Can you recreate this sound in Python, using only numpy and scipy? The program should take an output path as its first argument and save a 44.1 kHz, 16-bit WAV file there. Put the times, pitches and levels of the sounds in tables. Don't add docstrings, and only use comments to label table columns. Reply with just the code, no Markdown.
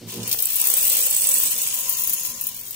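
import sys
import numpy as np
from scipy import signal
from scipy.fft import rfft, irfft
from scipy.io import wavfile
from scipy.ndimage import uniform_filter1d

SR = 44100
rng = np.random.default_rng(int(sys.argv[2]) if len(sys.argv) > 2 else 0)


def magnitude_from_level(level_db):
    exponent = np.asarray(level_db, float) / 20
    return 10 ** exponent


def wav_out(sig):
    wavfile.write(sys.argv[1], SR, np.round(np.clip(np.atleast_2d(sig).T, -1, 1) * 32767).astype(np.int16))


N = 121275


def read(points, hz):
    f, value = np.transpose(points)
    return np.interp(np.log(hz + 1), np.log(f + 1), value)


def control(table, col):
    table = np.array(table)
    return magnitude_from_level(np.interp(np.arange(N) / SR, table[:, 0], table[:, col]))


def evened(x):
    return x / np.sqrt(np.mean(x ** 2) + 1e-20)


def colour(x, points):
    hz = np.fft.rfftfreq(x.shape[-1], 1 / SR)
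    return irfft(rfft(x) * magnitude_from_level(read(points, hz)), x.shape[-1])


def resonate(x, peaks):
    out = 0
    for hz, width_hz, db in peaks:
        r = np.exp(-np.pi * width_hz / SR)
        mode = signal.lfilter([1, 0, -1], [1, -2 * r * np.cos(2 * np.pi * hz / SR), r * r], x)
        out = out + magnitude_from_level(db) * evened(mode)
    return evened(out)


def drift(x, pitch, width_hz):
    hz = np.interp(np.arange(N) / SR, *np.transpose(pitch))
    turn = np.exp(2j * np.pi * np.cumsum(hz) / SR)
    r = np.exp(-np.pi * width_hz / SR)
    return evened((turn * signal.lfilter([1 - r], [1, -r], x / turn)).real)


def tick(t60, rise):
    t = np.arange(2048) / SR
    a, b = rng.standard_normal((2, 2048))
    same, lag = 0.24, 5
    x = np.array([same * np.roll(b, lag) + np.sqrt(1 - same ** 2) * a, b])
    x = x * magnitude_from_level(-60 * t / t60) * (1 - np.exp(-t / rise))
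    return x / np.linalg.norm(x[0])


def bright(x):
    return signal.sosfilt(signal.butter(4, 9900, "high", fs=SR, output="sos"), x)


def ring(modes, spread_db, detune):
    t, out = np.arange(2048) / SR, 0
    for (hz, db, t60), (a, b, p, q) in zip(modes, rng.standard_normal((len(modes), 4))):
        phase = 3 * np.array([[p], [q]])
        decay = magnitude_from_level(db + spread_db * a - 60 * t / t60)
        out = out + decay * np.sin(2 * np.pi * hz * (1 + detune * b) * t + phase)
    out = out * (1 - np.exp(-t / 0.000043))
    return out / np.linalg.norm(out[0])


def shower(per_s, spread_db, make, count=16):
    size = magnitude_from_level(spread_db * np.minimum(rng.exponential(1, N), 4)) * (rng.random(N) < per_s / SR)
    spot = rng.integers(0, count, N)
    out = 0
    for k in range(count):
        out = out + signal.oaconvolve((size * (spot == k))[None], make(), axes=1)[:, :N]
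    return evened(out)


def slip():
    start_s, rise_s = .05, .05
    return np.clip((np.arange(N) / SR - start_s) / rise_s, 0, 1) ** 2


# time_s, sliding_db, falling_db, bare_steel_db, jar_air_db, bowl_ring_db, worktop_db
FLOW = [(.1, -44.5, -36, -77, -63, -13, 2), (.2, -48.5, -45, -66, -55, -13.5, 9),
        (.28, -41.5, -45, -59, -39.5, -17, 12.5), (.33, -45, -26.5, -49, -50.5, -36.5, 1.5),
        (.5, -41.5, -25.5, -28.5, -63, -26, 0.5), (.66, -36.5, -22, -31, -49, -20, -3.5),
        (.8, -37, -18.5, -21.5, -52.5, -25, 0), (.95, -36, -20.5, -22, -46, -46, -0.5),
        (1.15, -39.5, -25.5, -21.5, -52, -25, -1), (1.37, -38, -20, -19.5, -53, -19.5, 5),
        (1.6, -40.5, -26, -27, -54, -21.5, 2), (1.9, -43, -30.5, -31, -55, -11.5, -0.5),
        (2.12, -44, -29, -60, -60, -17, 2), (2.35, -49, -34.5, -59, -60, -12, 2),
        (2.55, -51.5, -38.5, -52, -65, -15, 1), (2.75, -53, -37, -44, -64.5, -20, -2.5)]
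# pitch_hz, width_hz, level_db
WORKTOP = [(114, 12, -2), (170, 20, -6), (189, 14, -4), (231, 13, -2), (356, 22, -7), (290, 30, -13),
           (405, 30, -11), (475, 25, -9)]
# pitch_hz, level_db
ROOM = [(25, 14.5), (60, 4.5), (150, 13.5), (400, -30), (1000, -7.5), (3000, 1.5), (8000, -0.5),
        (16000, -6)]


def kitchen():
    a, c, d = rng.standard_normal((3, N))
    rumble = magnitude_from_level(-58.5) * control(FLOW, 6) * resonate(np.array([a, a]), WORKTOP[:5])
    tone = magnitude_from_level(-52) * evened(colour(np.array([c + 0.76 * d, d + 0.26 * c]), ROOM))
    knock_s, width_s = .3465, 0.000075
    u = np.maximum(np.arange(N) / SR - knock_s, 0) / width_s
    knock = magnitude_from_level(-25) * -u * np.exp(1 - u) * magnitude_from_level([[-6], [3]])
    return rumble + tone + knock


# start_s, level_db, rise_s, t60_s, tilt_db_per_octave
BUMPS = [
    (.0, -34, .02, 0.11, 0.5),
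    (0.028, -35, 0.05, 0.17, -7),
    (0.109, -38, 0.026, 0.21, 6),
    (0.151, -33, 0.029, 0.22, -2),
    (0.189, -41.5, 0.084, 0.34, -0.5),
]


def bumps():
    out = np.zeros(N)
    for s, db, rise, t60, tilt_db in BUMPS:
        t = np.maximum(np.arange(N) / SR - s, 0)
        body = 0
        for hz, _, mode_db in WORKTOP:
            level = magnitude_from_level(mode_db + tilt_db * np.log2(hz / 200))
            body = body + level * np.sin(2 * np.pi * (hz * t + rng.random()))
        band = signal.butter(2, [150, 520], "band", fs=SR)
        scuff = evened(signal.lfilter(*band, rng.standard_normal(N)))
        envelope = magnitude_from_level(db - 60 * (t / t60) ** 2) * (1 - np.exp(-(t / max(rise, .035)) ** 2))
        out += envelope * (body + 0.59 * scuff)
    return out * magnitude_from_level([[-.4], [.4]])


# pitch_hz, width_hz, level_db
AIR = [(495, 24, -7), (805, 49, 7)]
# time_s, pitch_hz
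AIR_PITCH = [(.3, 473), (.55, 495), (.9, 527), (1.4, 526), (2.0, 550), (2.75, 540)]


def hollows(drive):
    opening = np.clip((np.arange(N) / SR - .27) / 0.092, 0, 1)
    air = 0.44 * resonate(drive, AIR) + 0.9 * drift(drive, AIR_PITCH, 40)
    return opening * control(FLOW, 4) * magnitude_from_level(0.27) * air


# pitch_hz, level_db
SEED_RUB = [(200, -16), (700, -6.5), (1500, -8), (3000, 4.5), (4600, -0.5), (7000, 6.5), (11000, 2),
            (16000, -7.5)]
# pitch_hz, width_hz, level_db
SCRAPE = [(7000, 490, -2.5), (11070, 1200, -4)]


def sliding():
    t = np.arange(N) / SR
    slow = uniform_filter1d(uniform_filter1d(rng.standard_normal(N), 500), 300)
    clumps = magnitude_from_level(.8 * evened(slow))
    grains = shower(3000, 0.81, lambda: tick(0.021, 0.000067)) * clumps
    scrape_db = -18.5 + 10.5 * t - 41 * np.maximum(t - 2.29, 0)
    hiss = evened(colour(grains, SEED_RUB)) + magnitude_from_level(scrape_db) * resonate(grains, SCRAPE)
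    at_rim = np.exp(-((t - 2.12) / 0.11) ** 2)
    hiss = hiss + magnitude_from_level(-2) * at_rim * resonate(grains, [(10400, 310, 0)])
    drive = rng.standard_normal((3, N))
    drive = drive[:2] + 0.87 * drive[2]
    bowl = control(FLOW, 5) * resonate(drive, [(992, 56, 0)])
    return slip() * control(FLOW, 1) * magnitude_from_level(6) * (hiss + bowl) + hollows(drive)


# pitch_hz, level_db, t60_s
FLOOR = [(7780, 0, .018), (8000, -3, .013), (8480, -4, .008), (9470, -1, .022), (9865, -8, .035)]
# pitch_hz, level_db, t60_s
WALL = [(10150, -9, .015), (11750, -9, .025), (12640, -3, .015), (13800, -2, .018), (14620, 0, .014),
        (15300, -1, .014)]


def falling():
    wall = shower(1500, 6.0, lambda: 0.55 * ring(WALL, 1.0, 0.0069) + bright(tick(0.045, 0.0001)))
    floor = shower(900, 2.4, lambda: ring(FLOOR, 12.0, 0.0054))
    return slip() * (control(FLOW, 2) * magnitude_from_level(-1.9) * wall + control(FLOW, 3) * magnitude_from_level(-7) * floor)


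# pitch_hz, level_db
CLACK = [(1500, -21), (2800, 1), (5200, 1.5), (7500, 4), (12000, 1)]


def seed(s, db, ring_db=-22, low_db=-27):
    out = np.zeros((2, 4096))
    bounce = round(0.0026 * SR * rng.uniform(0.55, 1.5))
    for at, drop_db in ((0, 0), (bounce, -16)):
        hit = .5 * ring(WALL, 3.1, 0.0093) + 1.17 * bright(tick(0.071, 0.0004))
        hit = hit + magnitude_from_level(ring_db) * ring(FLOOR, 3.3, 0.0049)
        hit = hit + magnitude_from_level(low_db - 4.5) * colour(tick(0.069, 0.0001), CLACK)
        out[:, at:at + 2048] += magnitude_from_level(db + drop_db) * hit
    return round((s + .0004) * SR), out


def seeds(table, gain_db):
    out = np.zeros((2, N + 4096))
    for row in table:
        at, hit = seed(*row)
        out[:, at:at + 4096] += magnitude_from_level(gain_db) * hit
    return out[:, :N]


# start_s, peak_db, high_ring_db, low_tick_db
EARLY = [(0.2301, -31, -14, 17.5), (0.2765, -9.5, -33, -33), (0.293, -11, -19, -18.5),
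         (0.313, -7.5, -11.5, 2.5), (0.3197, -14, -20, -5), (0.3273, -4, -25, -1.5),
         (0.3434, -13, -35, -34), (0.3877, -9.5, -11, -1), (0.401, -10, -27, -32), (0.4228, -1.5, -19, -28),
         (0.4554, -8.5, -0.5, -26), (0.5313, -7, -33, -36), (0.5626, -4, -29, -19.5), (0.5985, -7, -14, -7),
         (0.6138, -7, 1.5, -17.5), (0.6553, -9, -19, -22), (0.6705, -1.5, -6.5, -18.5),
         (0.687, -8, -11, -10), (0.7003, -2, -7, -16), (0.7292, -13.5, -20, -1.5), (0.7382, -4.5, -1, -18),
         (0.8282, -4.5, -21, -38), (0.9498, -6.5, -22, -22)]
# start_s, peak_db, high_ring_db
SWELL = [(0.7694, -16, -7), (0.7894, -8, -5), (0.8444, -8, -7), (0.8694, -8, -3), (0.8814, -8, -5),
         (0.8994, -12, 4), (0.9294, 0.5, -12), (0.9674, -7, -3), (0.9944, -15, -8), (1.0114, -11, -4),
         (1.0444, -12, -2.5), (1.0624, -23, -5), (1.0814, -19, -1), (1.1094, -1.5, -3), (1.1644, -4, 4),
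         (1.1844, -8, 0)]
# start_s, peak_db, high_ring_db
MIDDLE = [(1.0256, -11.5, 7), (1.2185, -5, 4), (1.1477, -5.5, 3.5), (1.2084, -6, -1), (1.2404, -10, 4.5),
          (1.2705, -7.5, 7.5), (1.29, -13, 10.5), (1.3104, -10, 5), (1.3165, -9, 5), (1.33, -14, 3),
          (1.34, -11.5, 14), (1.3492, -22, 2), (1.3554, -10, 7), (1.3693, -7.5, -1), (1.3824, 0.5, -5),
          (1.3997, -11, -8), (1.4596, -10, 6.5), (1.5314, -15, 4), (1.617, -7, -2), (1.6728, -3, -4)]
# start_s, peak_db
LATE = [(1.741, -9), (1.8936, -3.5), (1.924, -10), (1.995, -10), (2.0073, -11), (2.036, -6), (2.0737, -7),
        (2.0955, -5.5), (2.1334, -3.5), (2.25, -12), (2.2706, -13.5), (2.4112, -9.5), (2.4383, -12),
        (2.4685, -8), (2.5446, -19.5), (2.7073, -15.5)]
# start_s, peak_db, high_ring_db, low_tick_db
STRAY = [(1.7514, -10, -17, -20), (1.7878, -9, -8, -10.5), (1.81, -14.5, -6.5, -14), (1.855, -14, -21, -13),
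         (1.982, -18, -14, -15), (2.0194, -7, -19, -22), (2.2065, -15, -14, -12), (2.2606, -12, -14, -2),
         (2.4878, -11.5, -13, -7), (2.564, -17, -10, -10), (2.5923, -25, -14, -10), (2.6094, -20, -5, -8),
         (2.6354, -32, -5, -8), (2.6634, -23, -7, 1), (2.7285, -20.5, -3.5, -4)]


def single_seeds():
    out = seeds(EARLY, 10.2) + seeds(SWELL, 6.1) + seeds(MIDDLE, 4.9)
    return out + seeds(LATE, 12.6) + seeds(STRAY, 8.1)


def scene():
    return kitchen() + bumps() + sliding() + falling() + single_seeds()


# pitch_hz, level_db
MASK = [(900, -14), (1500, -6), (2500, -4.6), (3900, -3.6), (5200, -4.6), (6200, -10), (10000, -30)]


def masked(x):
    hz, t, z = signal.stft(x, SR, nperseg=2048, noverlap=1024)
    power = abs(z.mean(0)) ** 2
    around = uniform_filter1d(uniform_filter1d(power, size=9, axis=0), size=31, axis=1)
    power = power / around
    bar = uniform_filter1d(power, size=48, axis=0) * magnitude_from_level(2 * read(MASK, hz))[:, None]
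    weak = uniform_filter1d(power, size=7, axis=0) < bar
    weak = (uniform_filter1d(1. * weak, size=8, axis=0) > 0.1) & (t > .2)
    weak = weak | np.roll(weak, 1, axis=1)
    return signal.istft(z * ~weak, SR, nperseg=2048, noverlap=1024)[1][:, :N]


def band_limit(x):
    return signal.sosfilt(signal.butter(12, 16970, fs=SR, output="sos"), x)


# pitch_hz, level_db
LEFT = [(1000, 1), (5000, 8.5), (6800, 7.5), (7500, -6), (8500, 3.5), (9700, -6), (12200, 2.5),
        (14200, 8.5)]
# pitch_hz, level_db
RIGHT = [(1000, 3), (5000, 7), (7000, -7.5), (7750, 6.5), (9500, 5.5), (12500, 0), (15000, -7.5),
         (15400, -11)]


def record(dry):
    x = np.array([colour(dry[0], LEFT), colour(dry[1], RIGHT)])
    ceiling, edge_hz = 1.15, 15780
    x = ceiling * np.tanh(x / ceiling)
    edge = signal.firwin(801, edge_hz, window=("kaiser", 7), fs=SR)
    x = signal.oaconvolve(x, edge[None], "same")
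    return band_limit(masked(x))


dry = scene()
out = record(dry)
wav_out(out)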